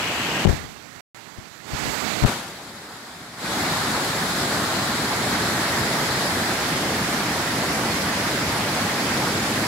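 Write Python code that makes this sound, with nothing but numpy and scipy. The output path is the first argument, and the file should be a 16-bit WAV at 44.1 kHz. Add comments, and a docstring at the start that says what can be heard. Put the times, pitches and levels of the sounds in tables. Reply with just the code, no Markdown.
"""Waterfall with a finger on the microphone

A big waterfall roars into a rocky pool, with a small cascade among the near boulders, heard from a
footbridge through a hand-held stereo camera. The water is shaped noise plus thousands of bubble pings.
A finger seals the left port, rubs on it and lets go: damped swings of trapped air and muffled slips.
Its two hardest bumps overload the recorder, which turns itself down for about a second each time;
once the sound cuts out briefly."""
import sys
import numpy as np
from scipy import signal
from scipy.fft import rfft, irfft
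from scipy.io import wavfile
from scipy.ndimage import uniform_filter1d, minimum_filter1d

SR = 44100
rng = np.random.default_rng(int(sys.argv[2]) if len(sys.argv) > 2 else 0)


def master_out(mix):
    """Clip the mix to full scale and print it as 16-bit PCM to the path in sys.argv[1]."""
    frames = np.transpose(np.atleast_2d(mix))
    ceiling = np.clip(frames, -1, 1)
    pcm = np.round(ceiling * 32767).astype(np.int16)
    wavfile.write(sys.argv[1], SR, pcm)


N = 426447
TIME = np.arange(N) / SR

# relative spectrum of the falling water: (frequency [Hz], density [dB per Hz])
FALL_SPECTRUM = [(25, -27.6), (50, -15), (95, -1.8), (220, 0.7), (340, -2.3), (480, -5.7), (720, -4.1),
                 (1000, -6.8), (1800, -8.5), (2800, -11.1), (4600, -13.2), (8800, -19.9), (10500, -19.4),
                 (15000, -29.7)]
# level of the roar as the camera swings about: (time [s], level [dB])
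ROAR_LEVEL = [(0, -0.65), (2.1, 1.9), (3, 0.1), (5, -0.26), (6, .5), (7.4, -0.26), (9.67, 0.3)]
# the two microphone ports: (frequency [Hz], likeness [0-1], lead of the right port [rad])
PORT_LIKENESS = [(40, 0.97, -0.086), (300, 0.99, 0.024), (520, 0.85, -0.054), (790, 0.97, 0.41),
                 (1270, 0.46, 0.32), (1700, 0.44, -0.63), (1960, 0.25, -1.1), (3500, 0.03, 0.84),
                 (6000, 0, 0.44)]
# left port with a resonating slit under the finger: (frequency [Hz], gain [dB])
LEFT_SLIT = [(100, -7.5), (500, -1.5), (1300, -2.0), (2000, 2.5), (2900, 8.5), (3500, -0.5), (4500, -11.9),
             (6200, -13.5), (8200, -17.1), (15000, -12)]
# left port sealed by the finger: (frequency [Hz], gain [dB])
LEFT_SEALED = [(100, -18), (500, -44), (1500, -52), (8500, -40), (10500, -29), (15000, -28.5)]
# left port with the finger beside it: (frequency [Hz], gain [dB])
LEFT_BESIDE = [(600, -0.7), (1600, 2.8), (2100, 0.3), (2750, -4.1), (4000, 3.6), (4700, 1.9), (5900, -1.8),
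               (7600, 2.8), (9000, -0.7), (10500, 1.6), (13000, 0.7)]
# left port with the finger away: (frequency [Hz], gain [dB])
LEFT_BARE = [(20, 0), (16000, 0)]
# the finger seals the left port, lifts to its side, moves away: (start [s], duration [s])
FINGER_MOVES = [(0.471, .09), (2.226, 0.033), (6.42, 0.3)]
# right port aimed at the pool, rippled by reflections: (frequency [Hz], gain [dB])
RIGHT_AT_POOL = [(500, -3), (1000, 0), (2200, 1.5), (2900, -2.5), (4400, 1.2), (5400, -1.5), (6500, 1),
                 (7900, 2), (9000, -7.5), (12500, -1)]
# right port aimed at the rocks: (frequency [Hz], gain [dB])
RIGHT_AT_ROCKS = [(500, -1.9), (1400, 3), (2000, 2.5), (2700, -4.5), (3600, 1.5), (4900, 1.5), (6100, -1.5),
                  (7700, 3.5), (9000, -3.5), (11500, -1)]
# right port aimed at the fall: (frequency [Hz], gain [dB])
RIGHT_AT_FALL = [(700, -0.4), (1300, 2.2), (2000, 4.6), (2800, -3.8), (5000, 2.9), (5900, -0.9),
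                 (7600, 1.9), (9200, -3.6), (11500, 0.2)]
# the camera turns to the rocks, then to the fall: (start [s], duration [s])
CAMERA_TURNS = [(2.297, 0.53), (4.7, 0.95)]
# the finger bumps the port: (time [s], level [dB], pitch [Hz], tick relative to that level [dB])
FINGER_BUMPS = [(0.451, 6, 258, -14), (.456, 16.5, 175, -12), (0.475, 4, 130, -11), (0.496, 1, 71, -13),
                (0.529, -2, 100, -18), (0.648, -12, 124, -18), (1.384, -4, 109, -36), (1.733, -11, 62, -28),
                (1.856, -13, 230, -1), (2.223, -3.5, 80, -24), (2.238, -16, 200, 5),
                (2.248, 14.5, 130, -15)]
# strokes of the finger over the port: (hardest press [s], level there [dB], time to fade [s])
FINGER_STROKES = [(.475, -6.5, .12), (.61, -25.5, 0.54), (.95, -35.5, 0.51), (1.175, -37, .08),
                  (1.39, -22, 0.088), (1.56, -40, .6), (1.742, -25, .09), (1.872, -26, 0.15),
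                  (2.1, -42, .5), (2.243, -8.5, 0.044)]
# relative spectrum of rubbing through soft flesh: (frequency [Hz], density [dB per Hz])
SKIN_SPECTRUM = [(10, -20), (30, -5), (60, 3), (150, 1.5), (400, -7.5), (1000, -20.5), (3000, -38),
                 (8000, -55), (15000, -55)]


def gain_of(db):
    """Decibels to an amplitude factor."""
    return 10 ** (np.asarray(db) / 20)


def evened(x):
    """Scales a signal to rms 1."""
    return x / np.sqrt(np.mean(x ** 2) + 1e-20)


def read(points, hz):
    """Each column of a spectrum table at the given frequencies, interpolated over log frequency."""
    f, *columns = np.transpose(points)
    return np.squeeze([np.interp(np.log(hz + 1), np.log(f + 1), column) for column in columns])


def coloured(x, points):
    """Filters a sound by a spectrum table."""
    gain = gain_of(read(points, np.fft.rfftfreq(N, 1 / SR)))
    return irfft(rfft(x) * gain, N)


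def patches(size):
    """A smooth random field of rms 1, with patches of the given size (frames, bins)."""
    field = rng.standard_normal((N // 256 + 5, 513))
    field = uniform_filter1d(field, size[0], 0)
    return evened(uniform_filter1d(field, size[1], 1))


def add(mix, start_s, sound):
    """Mixes a sound in at a time, cut off at the end of the mix."""
    part = mix[round(start_s * SR):][:len(sound)]
    part += sound[:len(part)]


def roar(level_db=-23, lump_db=0.4, patch_db=1., flicker_db=0.62, plunge_hz=420, spray_hz=4000,
         plunge_db_per_s=0.08, spray_db_per_s=-0.12):
    """Countless bubbles merge into a wash: clumps of water swell the bass, sheets of spray flicker on top."""
    t = np.arange(N // 256 + 5) * 256 / SR
    hz = np.fft.rfftfreq(1024, 1 / SR)
    a, b, c, d = rng.standard_normal((4, len(t), len(hz)))

    # long waves reach both ports nearly alike, short ones do not
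    likeness, lead = read(PORT_LIKENESS, hz)
    likeness = np.clip(likeness, 0, 1)
    right = a + 1j * b
    unlike = c + 1j * d
    left = (likeness * right + np.sqrt(1 - likeness ** 2) * unlike) * np.exp(-1j * lead)

    # walking along the bridge: the plunge grows, the spray of the near cascade falls behind
    plunge_share = 1 / (1 + (hz / plunge_hz) ** 4)
    spray_share = hz ** 2 / (hz ** 2 + spray_hz ** 2)
    walked_s = (t - t.mean())[:, None]
    swing_db = np.interp(t, *np.transpose(ROAR_LEVEL))[:, None]
    field_db = read(FALL_SPECTRUM, hz) + swing_db + patch_db * patches(size=(9, 14))
    field_db = field_db + plunge_share * (plunge_db_per_s * walked_s + lump_db * patches(size=(22, 6)))
    field_db = field_db + spray_share * (spray_db_per_s * walked_s + flicker_db * patches(size=(3, 260)))

    spectra = np.array([left.T, right.T]) * gain_of(field_db.T)
    wash = signal.istft(spectra, nperseg=1024, noverlap=768)[1][:, :N]
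    return gain_of(level_db) * evened(wash)


def splashes(level_db=-39, per_s=3000, spread_db=3.5, cycles=3.8, low_hz=900, high_hz=14000, count=28):
    """A small cascade among the near boulders: bursting bubbles, each a ping a few cycles long."""
    t, out = np.arange(1024) / SR, np.zeros((2, N))
    for k, hz in enumerate(np.geomspace(low_hz, high_hz, count)):
        ping = hz * np.sin(2 * np.pi * hz * t) * np.exp(-t * hz / cycles)  # shorter pings are taller
        bursts = np.flatnonzero(rng.random(N) < per_s / count / SR)
        burst_db = spread_db * np.minimum(rng.exponential(1, N)[bursts], 5)
        train = np.zeros(N)
        train[bursts] = gain_of(burst_db)
        out[k % 2] += signal.oaconvolve(train, ping)[:N]  # pitches alternate between left and right
    return gain_of(level_db) * evened(coloured(out, FALL_SPECTRUM))


def port(x, colours, changes):
    """What covers or faces a microphone port colours it; the spectra crossfade in dB at each change."""
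    hz, t, spectra = signal.stft(x, SR, nperseg=512, noverlap=384)
    colour_db = read(colours[0], hz)[:, None]
    for (start_s, duration_s), colour in zip(changes, colours[1:]):
        done = np.clip((t - start_s) / duration_s, 0, 1)
        colour_db = (1 - done) * colour_db + done * read(colour, hz)[:, None]
    return signal.istft(spectra * gain_of(colour_db), SR, nperseg=512, noverlap=384)[1][:N]


def finger_bumps(tick_s=0.00072, tick_hz=2300, knock_hz=760, knock_db=-13, knock_s=0.0016, swing_cycles=0.5):
    """Each bump pumps the air trapped in the port: a tick, a knock of the casing and a low, damped swing."""
    t, out = np.arange(SR // 8) / SR, np.zeros(N)
    soften = signal.butter(2, tick_hz, fs=SR)
    knock = gain_of(knock_db) * np.sin(2 * np.pi * knock_hz * t) * np.exp(-t / knock_s)
    for start_s, db, hz, tick_db in FINGER_BUMPS:
        swing = np.sin(2 * np.pi * hz * t) * np.exp(-t * hz / swing_cycles)  # to 1/e in swing_cycles
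        noise = evened(signal.lfilter(*soften, rng.standard_normal(len(t))))
        tick = gain_of(tick_db) * noise * np.exp(-t / tick_s)
        add(out, start_s, gain_of(db) * (tick + knock - swing))
    return out


def finger_rub(slips_per_s=500, smooth=0.65, fade_db=30.5, rise_share=0.63):
    """From the first bump on, skin sticks and slips on the casing, stroke by stroke, muffled by the flesh."""
    slips = rng.standard_normal(N) * (rng.random(N) < slips_per_s / SR)
    friction = evened(slips) + smooth * rng.standard_normal(N)
    pressure = np.zeros(N)
    for press_s, db, fade_s in FINGER_STROKES:
        # 1 = fade_db below the press; pressing takes rise_share of the fading time
        away = np.maximum(TIME - press_s, (press_s - TIME) / rise_share) / fade_s
        pressure = np.maximum(pressure, gain_of(db - fade_db * np.minimum(away, 10)))
    touching = TIME > FINGER_BUMPS[0][0]
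    return evened(coloured(friction, SKIN_SPECTRUM)) * pressure * touching


def scene(lowest_hz=60, handling_lowest_hz=40):
    """Water at both ports of the camera, the finger on the left one."""
    no_sub_bass = signal.butter(3, lowest_hz, "highpass", fs=SR, output="sos")
    air_leak = signal.butter(2, handling_lowest_hz, "highpass", fs=SR, output="sos")
    left, right = signal.sosfilt(no_sub_bass, roar() + splashes())
    handling = signal.sosfilt(air_leak, finger_bumps() + finger_rub())
    left = port(left, [LEFT_SLIT, LEFT_SEALED, LEFT_BESIDE, LEFT_BARE], FINGER_MOVES) + handling
    right = port(right, [RIGHT_AT_POOL, RIGHT_AT_ROCKS, RIGHT_AT_FALL], CAMERA_TURNS)
    return np.array([left, right])


def overload_guard(x, threshold=.28, duck_db=-15.5, hold_s=1.093, glide_s=.062):
    """After a few milliseconds far above the usual level the gain glides down, waits, and glides back."""
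    overloaded = uniform_filter1d(abs(x).max(0), size=130) > threshold
    last_s = np.maximum.accumulate(np.where(overloaded, TIME, -np.inf))
    ducking = (TIME - last_s < hold_s) * 1.
    r = np.exp(-1 / (glide_s * SR))
    for _ in range(2):  # two smoothing stages round the glide
        ducking = signal.lfilter([1 - r], [1, -r], ducking)
    return x * (1 - ducking * (1 - gain_of(duck_db)))


def limiter(x, ceiling=.95, release_db_per_s=900):
    """Looks a few milliseconds ahead and pulls both channels down under each peak."""
    peak = -minimum_filter1d(-abs(x).max(0), size=300)
    over_db = 20 * np.log10(np.maximum(peak / ceiling, 1))
    release_db = TIME * release_db_per_s
    held_db = np.maximum.accumulate(over_db + release_db) - release_db
    return x / gain_of(uniform_filter1d(held_db, size=200))


def dropout(x, start_s=1.008, end_s=1.146):
    """Both channels fall silent briefly."""
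    running = (TIME < start_s) | (TIME > end_s)
    return x * running


def record(dry, edge_hz=15800):
    """Overload guard and limiter, a short dropout, then a steep treble limit."""
    out = dropout(limiter(overload_guard(dry)))
    band_limit = signal.firwin(701, edge_hz, window=("kaiser", 9), fs=SR)
    return signal.oaconvolve(out, band_limit[None], "same")


dry = scene()
out = record(dry)
master_out(out)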